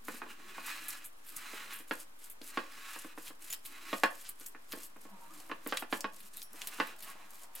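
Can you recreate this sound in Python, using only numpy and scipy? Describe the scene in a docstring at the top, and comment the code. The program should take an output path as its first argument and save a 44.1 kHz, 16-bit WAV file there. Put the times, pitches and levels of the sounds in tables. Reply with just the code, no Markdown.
"""On a kitchen counter, a rubber spatula folds flour into sticky, crumbly dough in a hand-held ceramic
bowl. Friction on floury grit makes the blade scrape along the wall; the dough crackles and squelches
as its threads and air pockets break. Impacts excite the bowl's damped modes in dull knocks, and
stick-slip on the glaze gives faint squeaks. One small, high ting rings out. Close reflections and a
short reverberant tail follow the sounds, over the hush of the room."""
import sys
import numpy as np
from scipy import signal
from scipy.fft import rfft, irfft, next_fast_len
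from scipy.io import wavfile

SR = 44100
rng = np.random.default_rng(int(sys.argv[2]) if len(sys.argv) > 2 else 0)


def unload_wav(signal):
    """Save mono or channel-first audio to the path in sys.argv[1] as 16-bit WAV at rate SR, clipped to [-1, 1]."""
    wavfile.write(
        sys.argv[1],
        SR,
        np.round(np.clip(np.atleast_2d(signal).T, -1, 1) * 32767).astype(np.int16),
    )


N = 335141
TIME = np.arange(N) / SR

# Normal modes of the bowl, damped by dough and hand: (frequency [Hz], level [dB], t60 [s])
BOWL_MODES = [(193,-15.5,0.042),(243.4,-16.5,0.079),(314.6,-11.5,0.062),(436.5,-8,0.048),(495,-22.5,0.2),(528,-19.5,0.13),(643,-25,0.11),(825,-44,0.074),(861,-19,0.19),
              (1092,-22.5,0.15),(1504,-21,0.022),(1600,-17.5,0.038),(1737,-10,0.076),(1800,-4.5,0.018),(2429,-5.5,0.027),(2497,-7,0.083),(2810,7.5,0.004),(3900,-16.5,0.1)]


def from_db(db):
    """Amplitude ratio of a level in decibels."""
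    return 10 ** (np.asarray(db) / 20)


def unit_rms(x):
    """Normalisation to an rms of 1."""
    return x / np.sqrt(np.mean(x ** 2) + 1e-20)


def at_hz(points, hz):
    """Interpolation of (frequency [Hz], value) points on a logarithmic frequency axis."""
    frequencies, values = np.transpose(points)
    return np.interp(np.log(np.maximum(hz, 1)), np.log(frequencies), values)


def butter(x, hz, kind, order=2):
    """Butterworth filter: a maximally flat passband."""
    sections = signal.butter(order, np.clip(hz, 10, .45 * SR), kind, fs=SR, output="sos")
    return signal.sosfilt(sections, x + 1e-18)


def coloured(x, spectrum):
    """Spectral shaping by (frequency [Hz], level [dB]) points; rms 1."""
    size = next_fast_len(N)
    gain = from_db(at_hz(spectrum, np.fft.rfftfreq(size, 1 / SR)))
    return unit_rms(irfft(rfft(x, size) * gain, size)[..., :N])


def drift(per_s):
    """Random modulation: straight lines between standard normal values, per_s of them a second."""
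    knots = rng.standard_normal(10000)
    return np.interp(TIME * per_s, np.arange(len(knots)), knots)


def grains(per_s, spread_db):
    """Shot noise: a Poisson train of clicks, their sizes spread up (+) or down (-); rms 1."""
    sizes = from_db(spread_db * np.minimum(rng.exponential(1, N), 4))
    return unit_rms(sizes * rng.choice([-1, 1], N) * (rng.random(N) < per_s / SR))


def ring(x, hz, t60):
    """Damped oscillator: a unit impulse starts a unit sine that falls 60 dB in t60 seconds."""
    radius, angle = from_db(-60 / (t60 * SR)), 2 * np.pi * hz / SR
    return signal.lfilter([0, np.sin(angle)], [1, -2 * radius * np.cos(angle), radius ** 2], x + 1e-18)


def placed(x, right_db):
    """Stereo position by a level difference between the channels."""
    return x * from_db(np.array([[-.5], [.5]]) * right_db)


def widened(mid, side, side_db, above_hz):
    """Mid-side stereo: the side signal is high-passed, so the bass is alike in both ears."""
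    return mid + from_db(side_db) * butter(side, above_hz, "high", order=1) * [[1], [-1]]


def hush(level_db=-66):
    """Ambient noise of the room: steady, and strongest in the bass."""
    # Noise spectrum: (frequency [Hz], level [dB])
    spectrum = [(25,8),(70,-8),(140,-10),(230,1),(550,-3),(1100,1),(2000,-6.5),(4500,-13),(16000,-18.5)]
    mid, side = coloured(rng.standard_normal((2, N)), spectrum)
    return from_db(level_db) * widened(mid, side, side_db=4, above_hz=320)


def reflections(early_db, early_s, side_db):
    """Room impulse response: close echoes from counter and wall, then a tail whose treble dies first."""
    # Reverberation time of the kitchen: (frequency [Hz], t60 [s])
    decay_times = [(200,0.22),(600,0.32),(1500,0.27),(4000,0.24),(9000,0.16),(15000,0.11)]
    age = np.arange(SR // 2) / SR
    edges_hz = np.geomspace(100, 17000, 11)
    white, tail = rng.standard_normal((2, len(age))), 0
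    for low, high in zip(edges_hz, edges_hz[1:]):
        t60 = at_hz(decay_times, np.sqrt(low * high))
        tail += butter(white, [low, high], "band") * from_db(-60 * age / t60)
    onset = np.clip((age - .002) / .0039, 0, 1)
    tail *= onset * (1 + from_db(early_db) * np.exp(-age / early_s))
    mid, side = tail / np.sqrt(np.sum(tail ** 2, axis=1, keepdims=True))
    return widened(mid, side, side_db, above_hz=430)


def kitchen(x, wet_db, early_db, early_s, side_db, turns_per_s):
    """Reverberation of a moving source: the reflections change as the contact circles the bowl."""
    angle, out = 2 * np.pi * turns_per_s * TIME, x
    for share in (np.cos(angle), np.sin(angle)):
        echo = signal.fftconvolve(x * share, reflections(early_db, early_s, side_db), axes=1)
        out = out + from_db(wet_db) * echo[:, :N]
    return out


def ting(touch_s=6.43):
    """Free vibration: something small and hard is touched once and rings on."""
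    # Modes of the object: (frequency [Hz], level [dB], t60 [s])
    modes = [(5600,-60.5,0.54),(10300,-52,0.23),(12860,-54,0.1)]
    touch = signal.unit_impulse(N, int(touch_s * SR))
    return sum(from_db(db) * ring(touch, hz, t60) for hz, db, t60 in modes)


def stroke_db(start, end, attack_db_per_s=461, release_db_per_s=414):
    """Envelope of a stroke: exponential rise, 0 dB from start to end, exponential decay."""
    return np.minimum(0, np.minimum(attack_db_per_s * (TIME - start), release_db_per_s * (end - TIME)))


def stroke_levels(swell_db=12.5, ease_db=15.5, rest_scrape_db=-75.5, rest_crackle_db=-70.5):
    """Envelopes of scrape and crackle in dB: the strongest stroke sets each; at rest, dough settles."""
    # Sweeps along the wall: (start [s], hardest push [s], end [s], level [dB])
    sweeps = [(0.068,0.123,0.32,-51.5),(0.24,0.313,0.37,-48),(0.35,0.492,0.59,-49.5),(0.55,0.715,0.86,-40),(0.793,0.914,1.064,-46),(1.306,1.547,1.83,-43),(1.618,1.716,1.8,-44),
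              (2.44,2.564,3.03,-50.5),(2.57,2.89,3.13,-46),(3.668,3.783,3.84,-47.5),(3.783,3.936,3.97,-43),(4.72,4.76,4.16,-51.5),(4.97,5.395,6.7,-62.5),
              (6.51,6.61,7.1,-53.5),(6.68,6.8,6.96,-45),(7,7.082,7.45,-52.5)]
    # Folds pressed into the dough: (start [s], end [s], level [dB])
    folds = [(0.07,0.188,-51.5),(0.628,0.753,-52.5),(0.824,0.97,-51.5),(1.255,1.404,-57.5),(1.513,1.58,-52.5),(1.898,2.019,-52),(2.213,2.273,-57),(2.444,2.496,-50.5),
             (2.888,3.066,-53.5),(3.201,3.301,-52),(3.423,3.553,-51.5),(3.652,3.708,-55),(3.92,4.076,-53),(4.113,4.31,-54.5),(4.416,4.438,-54),(4.706,4.85,-52.5),(5.012,5.052,-59),
             (5.203,5.493,-63),(5.353,5.412,-54.5),(5.653,5.818,-52.5),(5.932,5.959,-44.5),(6.133,6.275,-59.5),(6.35,6.40,-54.5),(6.552,6.844,-55.5),(7.006,7.103,-53),
             (7.31,7.446,-58.5),(7.567,7.605,-51.5)]
    sweep_db = np.max([db + stroke_db(start, end)
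                       - np.interp(TIME, [start, hardest, end], [swell_db, 0, ease_db])
                       for start, hardest, end, db in sweeps], axis=0)
    fold_db = np.max([db + stroke_db(start, end) for start, end, db in folds], axis=0)
    scrape_db = np.maximum(sweep_db, fold_db - 8)   # a fold also rubs the wall
    crackle_db = np.maximum(fold_db, sweep_db - 14)   # a sweep also drags some dough
    return np.maximum(scrape_db, rest_scrape_db), np.maximum(crackle_db, rest_crackle_db)


def rub(band_hz=(560, 1200), judder_db=3):
    """Sliding friction of flat rubber on bare glaze: dull, uneven noise with no grit in it."""
    # Strokes with the flat of the blade: (start [s], end [s], level [dB])
    strokes = [(5.077,5.51,-66.5),(6.556,7.6,-66.5)]
    level_db = np.max([db + stroke_db(start, end) for start, end, db in strokes], axis=0)
    slips = unit_rms(butter(rng.standard_normal(N), band_hz, "band"))
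    return from_db(level_db + judder_db * drift(65)) * slips


def squeak(judder_waver=.03, squeak_waver=.04, flutter_db=4.5):
    """Stick-slip oscillation of the rubber edge on glaze: a low judder and a thin, broken squeak."""
    # Course of the slip: (time [s], judder [Hz], judder level [dB], squeak [Hz], squeak level [dB])
    course = [(5.09,208,-80,1010,-71),(5.12,202,-55,985,-64),(5.152,188,-59,935,-52),(5.178,163,-66,915,-79),(5.225,138,-84,925,-55),
              (5.285,288,-85,930,-62),(5.315,326,-66,1255,-58),(5.36,295,-58,1265,-66),(5.45,288,-80,1280,-77)]
    times, *columns = np.transpose(course)
    judder_hz, judder_db, squeak_hz, squeak_db = [np.interp(TIME, times, column) for column in columns]
    out = np.zeros(N)
    for hz, db, waver in ((judder_hz, judder_db, judder_waver), (squeak_hz, squeak_db, squeak_waver)):
        phase = 2 * np.pi * np.cumsum(hz * (1 + waver * drift(400))) / SR
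        out += from_db(db + flutter_db * drift(70)) * np.sin(phase)
    return out * ((TIME > times[0]) & (TIME < times[-1]))


def chirps(sag=.037, waver=.066):
    """Brief stick-slip of the wet blade: hoarse tones that swell and fade as their pitch sags."""
    # Slips of wet rubber: (time [s], duration [s], frequency [Hz], level [dB])
    slips = [(6.349,0.064,3900,-54),(7.065,0.058,1107,-57),(7.197,0.044,1033,-56)]
    out, unsteady = np.zeros(N), 1 + waver * drift(710)
    for start, duration, hz, db in slips:
        progress = np.linspace(0, 1, int(duration * SR))
        span = slice(int(start * SR), int(start * SR) + len(progress))
        phase = 2 * np.pi * np.cumsum(hz * (1 + sag * (.5 - progress)) * unsteady[span]) / SR
        out[span] += from_db(db) * np.sin(np.pi * progress) ** 2 * np.sin(phase)
    return out


def bowl(force, vary_db):
    """Modal superposition: each mode couples more or less strongly as the point of contact wanders."""
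    return sum((-1) ** k * ring(force * from_db(db + vary_db * drift(3.6)), hz, t60)
               for k, (hz, db, t60) in enumerate(BOWL_MODES))


def lumps(scrape_db, gain_db=-25, db_per_db=.77, glide_db=-55):
    """Forced vibration: soft lumps drive the bowl's low modes, up to a limit where the blade glides."""
    bumps = grains(per_s=530, spread_db=-12.5)
    force = butter(butter(bumps, 213, "low", order=3), 235, "high", order=3)
    level_db = db_per_db * np.minimum(scrape_db, glide_db) + gain_db
    return from_db(level_db) * unit_rms(bowl(force, vary_db=-6.5))


def scrape(level_db, gain_db=-2, bowl_db=-4, blade_db=-5, judder_db=1.7, crumb_db=2.14, wander_db=8):
    """Friction noise: slips on floury grit drive the bowl and the resonances of the bending blade."""
    # Spectrum of the slips: (frequency [Hz], level [dB])
    spectrum = [(70,-54),(140,-49),(290,-9.5),(420,-25),(720,-10.5),(1100,-0.5),(1800,0),(2700,-2),(4000,4),(5500,-2.5),(8000,-4.5),(15000,-10.5)]
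    slips = coloured(grains(per_s=5500, spread_db=.5), spectrum)
    slips *= from_db(judder_db * drift(110) + crumb_db * drift(40))   # the blade catches on crumbs
    through_bowl = from_db(bowl_db) * unit_rms(bowl(slips, vary_db=2))
    blade_modes = sum(ring(slips * from_db(wander_db * np.tanh(drift(14))), hz, t60=.01)
                      for hz in np.geomspace(1500, 4300, 20))
    through_blade = from_db(blade_db) * unit_rms(blade_modes)
    return from_db(level_db + gain_db) * unit_rms(slips + through_bowl + through_blade)


def ruptures(per_s, spread_db, cycles, patchy_db=4):
    """Acoustic emission: threads and bubbles of shifting sizes break and ring a few cycles; rms 1."""
    # Spectral weighting of the breaks: (frequency [Hz], level [dB])
    spectrum = [(100,-13),(250,-24.5),(1500,-11.5),(3500,-5),(5800,-5.5),(7200,-1.5),(10000,0),(13000,-0.5),(16000,-11.5)]
    breaks = grains(per_s, spread_db)
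    pitches_hz = np.geomspace(1800, 15000, 16)
    pitch_index = rng.integers(0, len(pitches_hz), N)
    pops = sum(hz * ring(breaks * (pitch_index == k) * from_db(patchy_db * drift(30)), hz, cycles / hz)
               for k, hz in enumerate(pitches_hz))
    return coloured(pops, spectrum)


def crackle(level_db, gain_db=-2, clump_db=4):
    """Amplitude-modulated shot noise: dough under the fold breaks in clumps of tiny ruptures."""
    envelope = from_db(level_db + gain_db + clump_db * drift(130))
    return envelope * ruptures(per_s=4700, spread_db=0, cycles=2.9)


def pockets():
    """Cavity resonance: each larger air pocket rings at its own pitch as it opens."""
    # Opening pockets: (time [s], frequency [Hz], level [dB], t60 [s])
    openings = [(3.505,7090,-34.5,0.032),(3.524,6920,-37,0.027),(5.771,3910,-27,0.019),(5.772,3370,-32,0.019)]
    return sum(from_db(db) * ring(signal.unit_impulse(N, int(start * SR)), hz, t60)
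               for start, hz, db, t60 in openings)


def squelches(crossover_hz=6000, low_gain_db=8.5, bump_db=-30, bump_hz=100):
    """Adhesive failure: dough peels off in a quick run of breaks, and the freed bowl bumps softly."""
    # Peeling patches: (time [s], level [dB], duration [s], weight of the bigger, lower pockets [dB])
    peels = [(0.88,-36,0.031,-11),(1.044,-38.5,0.027,-11.5),(1.258,-51.5,0.052,-7),(1.363,-35.5,0.014,-14),(1.722,-43,0.073,-9),(2.241,-38.5,0.0068,-24),(2.297,-44,0.025,-11.5),(3.268,-45.5,0.019,-2),
             (3.5,-38.5,0.022,-6.5),(3.524,-36,0.016,-3),(3.65,-38.5,0.018,-8.5),(4.244,-61,0.042,9.5),(4.289,-36,0.0096,-11.5),(4.396,-49.5,0.018,-9),(4.457,-42,0.029,-13),
             (4.719,-36,0.013,-2),(4.83,-50,0.04,-14),(5.676,-53,0.091,1.5),(5.79,-41,0.024,-9),(6.201,-49,0.017,-6.5),(6.365,-44,0.021,-10.5),
             (6.613,-54.5,0.012,8),(6.67,-37.5,0.017,-4.5),(7.021,-42.5,0.025,-6),(7.551,-41,0.012,-8.5)]
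    envelope, low_envelope = np.zeros((2, N))
    for start, db, duration, low_db in peels:
        progress = np.maximum(TIME - start, 0) / duration
        burst = from_db(db) * np.minimum(progress * 8, 1) * np.exp(-np.minimum(progress, 6) ** 2)
        envelope += burst
        low_envelope += burst * from_db(low_db + low_gain_db)
    breaks = ruptures(per_s=14000, spread_db=5.5, cycles=3.9)
    high, low = butter(breaks, crossover_hz, "high"), butter(breaks, crossover_hz, "low")
    bump = from_db(bump_db) * unit_rms(butter(rng.standard_normal(N), bump_hz, "low"))
    return envelope * (high + bump) + low_envelope * low


def snaps(fizz_db=-11, fizz_s=.004, pocket_db=-16):
    """Impulsive rupture of a crumb or air pocket: a click, a short fizz and the ring of the cavity."""
    # Single ruptures: (time [s], level [dB], lower band edge [Hz])
    breaks = [(0.05,-37,6950),(0.9043,-25.5,5050),(1.044,-33,6900),(1.1947,-49,3300),(1.367,-24.5,6800),(1.789,-38,6100),(2.4160,-29.5,2770),(2.443,-40,6150),
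              (3.528,-18.5,6370),(4.0362,-18.5,5570),(4.463,-26.5,5160),(4.8474,-38,5500),(5.401,-36,3470),(5.674,-20,10400),(5.7722,-10,2180),(5.975,-34,7000),(6.0073,-19.5,4830),
              (6.4184,-25.5,3360),(6.428,-26,8500),(6.532,-32.5,8240),(6.618,-21,2370),(6.6728,-19.5,8400),(6.872,-30.5,8700),(6.9635,-41.5,7100),(7.046,-33,7500),(7.306,-33.5,7840),(7.434,-32,5700)]
    out, age = np.zeros(N), np.arange(SR // 30) / SR
    for start, db, edge_hz in breaks:
        burst = from_db(fizz_db) * rng.standard_normal(len(age)) * np.exp(-age / fizz_s)
        burst[0] += 2   # the click
        burst = butter(burst, edge_hz, "high")
        cavity = from_db(pocket_db) * ring(burst, 1.43 * edge_hz, t60=3.4 / edge_hz)
        snap = butter(burst, 2 * edge_hz, "low", order=1) + cavity
        at = int(start * SR)
        out[at:at + len(age)] += from_db(db) * snap[:N - at]
    return out


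def contact_force(tap, rebound=.62, rebound_s=.003067, crumb_db=-22, crumb_s=.0015,
                  chatter_db=-27, chatter_s=.006, rattle_db=-8, rattle_s=.014):
    """Impact force: a tap roughened by crumbs, a rebound, blade chatter and a rattle on the counter."""
    age = np.arange(len(tap)) / SR
    grit, rattle = rng.standard_normal((2, len(tap)))
    contact = tap + from_db(crumb_db) * grit * np.exp(-age / crumb_s)
    contact[int(rebound_s * rng.uniform(.95, 1.05) * SR)] -= rebound
    contact += from_db(chatter_db) * np.roll(grit, len(tap) // 2) * (age < chatter_s)
    rattle *= np.exp(-age / rattle_s) * (age > rebound_s)
    return contact / np.linalg.norm(contact) + from_db(rattle_db) * rattle / np.linalg.norm(rattle)


def loaded_bowl(force, pitch_spread=.011, spread_db=1.5):
    """Modal loading: hand and dough shift each mode's pitch and level anew at every blow."""
    loading = rng.normal(0, [pitch_spread, spread_db], (len(BOWL_MODES), 2))
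    return sum((-1) ** k * from_db(db + shift_db) * ring(force, hz * (1 + detune), t60)
               for k, ((hz, db, t60), (detune, shift_db)) in enumerate(zip(BOWL_MODES, loading)))


def knock(force_db, hardness_db, clack_hz, cushion_below_db=-28.5, cushion_db_per_db=.38):
    """Impact response: a heavily damped clack, the ring of the bowl and a thud from the counter."""
    tap = signal.unit_impulse(SR // 5)
    contact = from_db(force_db + hardness_db) * contact_force(tap)
    shove = from_db(force_db + 9) * butter(butter(tap, 390, "low"), 210, "high", order=7)
    body = from_db(8.5) * butter(contact, [620, 2300], "band")
    cushion_db = cushion_db_per_db * max(cushion_below_db - force_db, 0)   # dough dulls light blows
    edge = from_db(2 - cushion_db) * butter(butter(contact, 4180, "high"), 2775, "low", order=4)
    clack = ring(body, clack_hz, t60=.0019) + 14.2 * edge + ring(shove, hz=497, t60=.0028)
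    ringing = loaded_bowl(from_db(-1.5) * shove + from_db(-12) * (edge - body))
    thud = from_db(force_db + 19) * butter(tap, 100, "low")
    return from_db(10) * clack + ringing + thud


def knocks(delay_s=.0026):
    """Linear superposition of the blade's blows: mostly impacts on the bowl, plus a few soft plops into the
    dough."""
    # Blows: (time [s], force [dB], contact hardness [dB], clack frequency [Hz])
    blows = [(0.0806,-35.5,1.5,1320),(0.14,-46.5,-2,1190),(0.2155,-45,8,1360),(0.2272,-50.5,2,1290),(0.261,-47.5,1,1200),(0.396,-54,1,1200),(0.579,-51,12.5,1230),(0.817,-53,-13,1200),
             (1.531,-43.5,0.5,1200),(1.798,-50,-3,1300),(1.908,-30.5,4,1260),(2.4115,-44,-13,1100),(2.571,-30,4.5,1390),
             (2.959,-49.5,8,1150),(3.044,-41.5,-6,1250),(3.174,-42.5,2,1340),(3.302,-49,1.5,1080),(3.9271,-30,4,1100),(4.0324,-26.5,10.5,1380),(4.407,-51,-3.5,1280),(4.546,-50.5,3.5,1520),
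             (4.732,-36.5,-4.5,1270),(4.77,-44,-9,1200),(4.959,-49.5,-1,880),(5.05,-46,-5.5,890),(5.494,-44,5.5,1150),(5.5122,-37.5,5.5,1190),(5.6607,-32.5,-5,1460),(5.7216,-36.5,13,1350),
             (5.821,-39.5,5,1200),(5.9238,-27,2,1080),(6.041,-32.5,4,1250),(6.539,-50,-5,1220),(6.784,-44,-1,1200),(6.7981,-28.5,7,1370),(7.073,-58,1,1120)]
    out = np.zeros(N + SR)
    for start, force_db, hardness_db, clack_hz in blows:
        blow = knock(force_db, hardness_db, clack_hz)
        at = int((start + delay_s) * SR)
        out[at:at + len(blow)] += blow
    return out[:N]


def scene():
    """Sources sum in the room: the bowl a little to the right, the dough central, over the hush."""
    scrape_db, crackle_db = stroke_levels()
    ceramic = placed(knocks() + lumps(scrape_db) + rub() + squeak() + chirps(), right_db=2.5)
    ceramic += placed(scrape(scrape_db), right_db=1.5)
    dough = placed(crackle(crackle_db) + pockets() + squelches() + snaps() + ting(), right_db=-.1)
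    background = hush()
    ceramic = kitchen(ceramic, wet_db=-7.5, early_db=6, early_s=.012, side_db=-1, turns_per_s=.9)
    dough = kitchen(dough, wet_db=-9, early_db=9, early_s=.008, side_db=0, turns_per_s=1.7)
    return background + ceramic + dough


def record(dry, cutoff_hz=16200, dc_offset=-.0028):
    """Band limiting by a steep elliptic low-pass, plus the converter's small constant offset."""
    low_pass = signal.ellip(10, .2, 80, cutoff_hz, fs=SR, output="sos")
    return signal.sosfilt(low_pass, dry) + dc_offset


dry = scene()
out = record(dry)
unload_wav(out)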